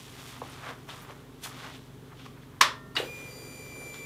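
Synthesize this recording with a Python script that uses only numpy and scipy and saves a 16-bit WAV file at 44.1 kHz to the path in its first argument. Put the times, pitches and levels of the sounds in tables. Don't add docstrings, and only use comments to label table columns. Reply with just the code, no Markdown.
import sys
import numpy as np
from scipy import signal
from scipy.fft import rfft, irfft, next_fast_len
from scipy.io import wavfile
from scipy.ndimage import uniform_filter1d

SR = 44100
rng = np.random.default_rng(int(sys.argv[2]) if len(sys.argv) > 2 else 0)


def digitize_waveform(pressure):
    field = np.atleast_2d(pressure).T
    bounded = np.clip(field, -1, 1)
    quanta = np.round(bounded * 32767).astype(np.int16)
    wavfile.write(sys.argv[1], SR, quanta)


def nominal_scale(level):
    x = np.asarray(level, float) / 20
    return 10 ** x


N = 178635
T = np.arange(N) / SR

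# t/s, peak level/dB, rise/ms, time for the rattle to die by 60 dB/ms
KNOB_SNAP = (2.6086, -2, 3.6, 52)


def knob():
    # f/Hz, level/dB
    spectrum = [(150, -60), (250, -39), (400, -13), (800, -18), (1050, -2.5), (1500, -8), (1900, -5.5),
                (2700, -12), (3500, -9), (4600, -14), (5300, -15), (6500, -20.5), (14300, -32.5),
                (16500, -50)]
    # f/Hz, level/dB, time to die by 60 dB/s
    modes = [(1050, 2.5, .03), (1754, -11, 0.037), (2300, -9, .04), (3500, -8, 0.032), (4700, -13, 0.028),
             (6570, -10, 0.033)]
    return snap(KNOB_SNAP, spectrum, modes, ring_db=-1.7, echo_db=-2.4)


def relay():
    # t/s, peak level/dB, rise/ms, time for the rattle to die by 60 dB/ms
    relay_snap = (2.963, -14.5, 4, 55)
    # f/Hz, level/dB
    spectrum = [(150, -50), (300, -4), (795, -7), (1030, -10), (1400, -4.5), (2900, -3.5), (3900, -4),
                (4600, -14), (9000, -30), (13600, -32), (16500, -45)]
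    # f/Hz, level/dB, time to die by 60 dB/s
    modes = [(1944, -8.5, 0.062), (2877, 2.5, .04), (3776, -4, 0.04), (4940, -18, .04)]
    return snap(relay_snap, spectrum, modes, ring_db=0.1, echo_db=-0.1)


def snap(hit, spectrum, modes, ring_db, echo_db):
    # f/Hz, level/dB
    small_part = [(200, -40), (550, -13), (850, -0.5), (3000, 2), (9000, 3)]
    s, db, rise_ms, t60_ms = hit
    size = 8192
    t = T[:size]
    fade_in = np.minimum(1000 * t, 1)
    shape = np.minimum(1000 * t / rise_ms, 1) ** 2 * nominal_scale(-60000 * t / t60_ms)

    rattle = colour(rng.standard_normal(size) * shape, spectrum) * fade_in
    rattle = rattle / np.linalg.norm(rattle)

    hits = rng.standard_normal(size) * shape ** 4 * (rng.random(size) < 0.05)
    housing = signal.fftconvolve(hits, rings(modes, t))[:size]
    housing = nominal_scale(ring_db) * housing / np.linalg.norm(housing)

    blow = colour(signal.unit_impulse(size, 300), spectrum)
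    blow = blow / np.linalg.norm(blow)

    direct = colour(rattle + housing, small_part) * fade_in * (t < 0.15)
    gain = nominal_scale(db) / abs(direct).max()
    out = np.zeros((2, N))
    add(out[0], s, gain * direct)
    add(out[1], s, gain * nominal_scale(echo_db) * (blow + 0.22 * housing))
    return out


def pump():
    on = np.clip((T - 2.99) / 0.028, 0, 1)
    return on * (np.sqrt(2) * (vane_whine() + whistle()) + motor_case())


# t/s, vane tone f/Hz, vane tone level/dB, pressure/0-1
PUMP_RUN = [
    (3.062, 2415, -53, 0),
    (3.088, 2415, -45, 0),
    (3.262, 2403, -46, 0),
    (3.29, 2371, -50, .45),
    (3.35, 2363, -66, .5),
    (3.42, 2363, -58, .5),
    (3.62, 2361, -52.5, .6),
    (3.85, 2355, -47, .9),
    (4.05, 2350, -46, 1),
]
VANES = 37


def shaft_angle():
    s, hz, _, _ = np.transpose(PUMP_RUN)
    start_s, spin_up_s = 2.944, 0.022
    speed = 1 - np.exp(-np.maximum(T - start_s, 0) / spin_up_s) + 0.0006 * drift(40)
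    return 2 * np.pi * np.cumsum(np.interp(T, s, hz) * speed) / SR / VANES


def vane_whine():
    # multiple of shaft speed, level/dB
    uneven = [(36, -68), (38, -61), (75, -78), (110, -69), (147, -69), (149, -72), (184, -80), (186, -75),
              (220, -79), (221, -69), (223, -72)]
    # free level/dB, gain at full pressure/dB, gain per dB the main tone drops/dB, wander/dB
    overtones = [(-66.5, 2, .9, 1.3), (-63, 7, 0, 1.3), (-68, 9, 0, 2.2), (-69, 3, 0, 2.2),
                 (-65.5, 1.5, 0, 2)]
    full_tone_db = -46
    s, _, tone_db, pressure = np.transpose(PUMP_RUN)
    tone_db, pressure = np.interp(T, s, tone_db), np.interp(T, s, pressure)
    drop_db = np.clip(full_tone_db - tone_db, 0, 11)
    turns = shaft_angle()
    whine = nominal_scale(tone_db + 0.9 * drift(60)) * np.sin(VANES * turns)
    for k, (db, load_db, drop_gain, wander_db) in enumerate(overtones, start=2):
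        level_db = db + load_db * pressure + drop_gain * drop_db + wander_db * drift(50)
        whine += nominal_scale(level_db) * np.sin(k * VANES * turns)
    for k, db in uneven:
        whine += nominal_scale(db + 2.8 * drift(10)) * np.sin(k * turns + 6 * rng.random())
    return whine


def motor_case():
    # multiple of shaft speed, level/dB
    shaft = [(4, -66), (5, -69), (6, -66), (7, -54.5), (8, -54), (9, -61), (13, -71)]
    # t/s, level/dB
    case_level = [(3.05, -42), (3.09, -56), (3.136, -53.5), (3.222, -48), (3.278, -52), (3.388, -49),
                  (3.726, -50.5), (3.782, -48), (4.05, -50.5)]
    turns = shaft_angle()
    orders = sum(nominal_scale(db + 3 * drift(25)) * np.sin(k * turns + 6 * rng.random()) for k, db in shaft)
    roughness = evened(resonate(rng.standard_normal(N), 407, 260))
    case = evened(orders) + 0.85 * roughness
    trim_db = -0.6
    return nominal_scale(trim_db) * nominal_scale(np.interp(T, *np.transpose(case_level))) * evened(case)


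def whistle():
    # f/Hz, level/dB
    tones = [(2011.5, -64.5), (4021, -72), (6035, -64.5), (8043, -76)]
    rise = np.clip((T - 2.95) / 0.25, 0, 1) ** 0.44
    return rise * sum(nominal_scale(db + 1.2 * drift(20)) * np.sin(2 * np.pi * f * T) for f, db in tones)


def frame():
    # f/Hz, level/dB, time to die by 60 dB/s
    modes = [(634, -59, 2.5), (1113, -39, 0.54), (1190, -58, 1.6), (1380, -56, 2.4), (1816, -45.5, 1.05),
             (5300, -37, .25)]
    t = np.maximum(T - KNOB_SNAP[0], 0)
    damping = np.clip((3.02 - T) / 0.06, 0, 1)
    return np.sqrt(2) * rings(modes, t) * damping


def knocks():
    # t/s, peak level/dB, ring f/Hz, width/Hz, contact/ms
    small_knocks = [(.4165, -25, 893, 500, 2.44), (.418, -30.5, 447, 250, 3.8), (.499, -43, 8600, 2480, 1),
                    (.689, -39, 1200, 900, 4.5), (.68, -40, 556, 350, 31), (.706, -49, 6500, 5000, 5),
                    (.885, -51, 1010, 900, 3.3), (.892, -36.5, 3320, 1600, 15),
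                    (1.015, -48, 13000, 5000, 16), (1.098, -41, 620, 300, 4.6), (1.452, -41, 820, 250, 14),
                    (1.436, -34, 3640, 4000, 12), (1.643, -34, 1250, 900, 2), (2.122, -53, 1900, 1200, 1.5),
                    (2.202, -45, 2600, 2000, 1.5), (2.262, -39, 1240, 700, 1.6),
                    (2.263, -47, 6000, 6000, 1.1), (2.433, -46.5, 1700, 900, 1.8),
                    (3.815, -44, 801, 199.8, 6), (3.897, -46, 2500, 1500, 3), (3.942, -38, 1310, 600, 1.3),
                    (3.943, -38, 3500, 3000, 1.5)]
    # t/s, peak level/dB, ring f/Hz, width/Hz, contact/ms
    latch = [
        (2.951, -31.5, 1390, 1400, 10),
        (2.951, -40, 7800, 4000, 7.8),
        (2.952, -34, 4670, 500, 11),
        (2.976, -29.5, 783, 200, 8.3),
        (2.978, -37, 7940, 9000, 25),
        (2.996, -21.5, 440, 200, 9),
        (3.022, -31, 445, 160, 20),
    ]
    out, t = np.zeros(N), T[:3000]
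    for s, db, hz, width, contact_ms in sorted(small_knocks + latch):
        u = 1000 * t / contact_ms
        puff = resonate(rng.standard_normal(3000) * u * np.exp(-2 * u), hz, width)
        add(out, s, nominal_scale(db) * puff / abs(puff).max())
    return out


def shuffle():
    # f/Hz, level/dB
    sole = [(200, -53), (400, -12), (600, -5.5), (1150, 0), (1700, -5), (2400, -9.5), (3500, -23),
            (7000, -60)]
    cloth = [(600, -52), (1200, -19), (2000, -4.5), (2800, -3), (3400, 0), (4200, -6.5), (6000, -12),
             (9000, -24.5), (15000, -52)]
    grit = [(1500, -50), (3000, -16), (5500, 0.5), (8000, -1), (12000, -4.5), (15000, -8.5), (16500, -24)]
    # peak t/s, level/dB, time to rise 10 dB/s, time to fall 10 dB/s
    scrapes = [(0.0, -56, .05, .03), (.09, -60, .08, .12), (.192, -53, .07, .25), (.366, -54, .25, .08),
               (.5, -51, .15, .12), (.695, -39.5, .085, .042), (.78, -58, .03, .15), (.888, -47, .007, .22),
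               (1.11, -47, .03, .02), (1.15, -64, .03, .08), (1.445, -45.5, .013, .11),
               (1.66, -44, .1, .07), (1.9, -66, .2, .3), (2.13, -52.5, .04, .02), (2.2, -55, .015, .06),
               (2.26, -48.5, .007, .012), (2.375, -57, .04, .035), (2.55, -59.5, .1, .1),
               (3.05, -56, .05, .02), (3.2, -57, .1, .2), (3.818, -57, .04, .06), (3.942, -54, .01, .04)]
    # peak t/s, level/dB, time to rise 10 dB/s, time to fall 10 dB/s, grit against cloth level/dB
    rustles = [(0.0, -56, .1, .5, -7), (.2, -54, .08, .3, -12), (.3, -54, .15, .075, -5.5),
               (.53, -55, .17, .1, -10), (.7, -50, .15, .035, -14), (.8, -66, .1, .2, -8),
               (.89, -50.5, .011, .14, -10), (1.02, -62, .07, .035, -3), (1.11, -57, .04, .025, -14),
               (1.17, -67, .05, .11, -9), (1.44, -42, .011, .04, -4.5), (1.59, -52, .09, .13, -12),
               (1.67, -51, .15, .09, -20), (1.755, -55, .07, .03, -12), (1.85, -67, .1, .25, -12),
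               (2.06, -66, .025, .1, -15), (2.19, -56, .025, .12, -24), (2.26, -55, .02, .02, -15),
               (2.43, -63, .015, .03, -16), (3.06, -56, .05, .03, -12), (3.2, -59, .08, .12, -6),
               (3.942, -50, .006, .05, -17)]
    cloth_moves = [row[:4] for row in rustles]
    grit_moves = [(s, db + grit_db, rise, fall) for s, db, rise, fall, grit_db in rustles]
    layers = [  # movements, colour, slips a second, spread/dB, trim/dB, fuel level/dB
        (scrapes, sole, 3500, 2.5, 0.6, -60),
        (cloth_moves, cloth, 6000, 2.6, 1.5, -63.5),
        (grit_moves, grit, 9000, 2.6, 6, -66.5)]
    flow = np.clip((T - 2.98) / 0.04, 0, 1)
    out = np.zeros(N)
    for moves, body, slips_per_s, spread_db, trim_db, fuel_db in layers:
        size_db = spread_db * np.minimum(rng.exponential(1, N), 4)
        slips = rng.standard_normal(N) * (rng.random(N) < slips_per_s / SR) * nominal_scale(size_db)
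        level = np.sqrt(swells(moves) + (flow * nominal_scale(fuel_db)) ** 2)
        out += level * nominal_scale(trim_db) * evened(colour(slips, body))
    return out


def swells(rows):
    power = np.zeros(N)
    for s, db, rise, fall in rows:
        distance = np.maximum((s - T) / max(rise, 0.003), (T - s) / max(fall, 0.003))
        power += nominal_scale(db - 10 * distance) ** 2
    return power


def appliance():
    # f/Hz, level/dB
    hum = [(46.6, -63.5), (73.4, -70), (93.3, -67), (120, -56), (139.9, -55.5), (166.7, -64),
           (259.6, -61.5)]
    # f/Hz, width/Hz, level/dB
    drone = [(267.4, 54, -61.5), (414, 102, -63)]
    # f/Hz, level/dB
    air = [(100, -38), (170, -11.5), (269, -4.5), (320, -11), (410, -6), (480, -15.5), (700, -20),
           (1000, -18.5), (1600, -24), (2600, -29), (3300, -26.5), (5000, -33.5), (9000, -35.5),
           (16000, -36.5)]
    lines = sum(nominal_scale(db + 0.68 * drift(5)) * np.sin(2 * np.pi * (f * T + rng.random())) for f, db in hum)
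    panels = np.zeros(N)
    for f, width, db in drone:
        panels += nominal_scale(db + 1.25 * drift(10)) * evened(resonate(rng.standard_normal(N), f, width))
    rumble = nominal_scale(-58.5) * evened(resonate(rng.standard_normal(N), 102, 123))
    hiss = nominal_scale(-53.5) * evened(colour(rng.standard_normal(N), air))
    return np.sqrt(2) * lines + panels + rumble + hiss


def garage(x):
    # f/Hz, time to die by 60 dB/s
    decay = [(400, 0.36), (1000, 0.32), (2500, .27), (6000, 0.25), (14000, 0.17)]
    taps = np.zeros(SR)
    at = np.arange(96, SR - 20, 24)
    at = at + rng.integers(0, 24, len(at))
    taps[at] = rng.choice([-1., 1.], len(at))
    hz, t, z = signal.stft(taps, SR, nperseg=256)
    fading = nominal_scale(-60 * t / read(decay, hz)[:, None])
    tail = signal.istft(z * fading, SR, nperseg=256)[1]
    return signal.fftconvolve(x, tail / np.linalg.norm(tail))[:N]


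def evened(x):
    return x / np.sqrt(np.mean(x ** 2) + 1e-20)


def read(points, hz):
    f, value = np.transpose(points)
    return np.interp(np.log(hz + 1), np.log(f + 1), value)


def colour(x, points):
    size = next_fast_len(len(x))
    gain = nominal_scale(read(points, np.fft.rfftfreq(size, 1 / SR)))
    return irfft(rfft(x, size) * gain, size)[:len(x)]


def resonate(x, hz, width):
    b, a = signal.iirpeak(hz, hz / width, SR)
    return signal.lfilter(b, a, signal.lfilter(b, a, x))


def drift(per_s):
    t = T[::128]
    rates = np.geomspace(per_s / 20, per_s, 16)
    wander = sum(np.sin(2 * np.pi * (f * t + rng.random())) / np.sqrt(f) for f in rates)
    return np.interp(T, t, evened(wander))


def add(mix, s, sound):
    part = mix[round(s * SR):][:len(sound)]
    part += sound[:len(part)]


def rings(modes, t):
    return sum(nominal_scale(db - 60 * t / t60) * np.sin(2 * np.pi * hz * t) for hz, db, t60 in modes)


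def scene():
    # f/Hz, level/dB
    side_colour = [(40, -27), (100, -34), (500, -29), (1000, -28), (4000, -24.5), (12000, -17)]
    direct, blows = knob() + relay()
    small = knocks()
    echo = garage(blows + nominal_scale(-7) * small)
    mid = direct + small + echo + shuffle() + frame() + pump() + appliance()
    flutter = uniform_filter1d(rng.standard_normal(N), size=600)
    flutter = evened(uniform_filter1d(flutter, size=600))
    limited = 0.029 * np.tanh(mid / 0.028)
    side = colour(limited * flutter * nominal_scale(3.3 * drift(40)), side_colour)
    return np.array([mid + side, mid - side])


def low_pass(x):
    return signal.sosfilt(signal.butter(12, 16800, fs=SR, output="sos"), x)


def record(dry):
    cut = signal.sosfilt(signal.butter(6, 39, "high", fs=SR, output="sos"), dry)
    cut = signal.sosfilt(signal.cheby2(10, 30, 15950, fs=SR, output="sos"), cut)
    return low_pass(cut)


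dry = scene()
out = record(dry)
digitize_waveform(out)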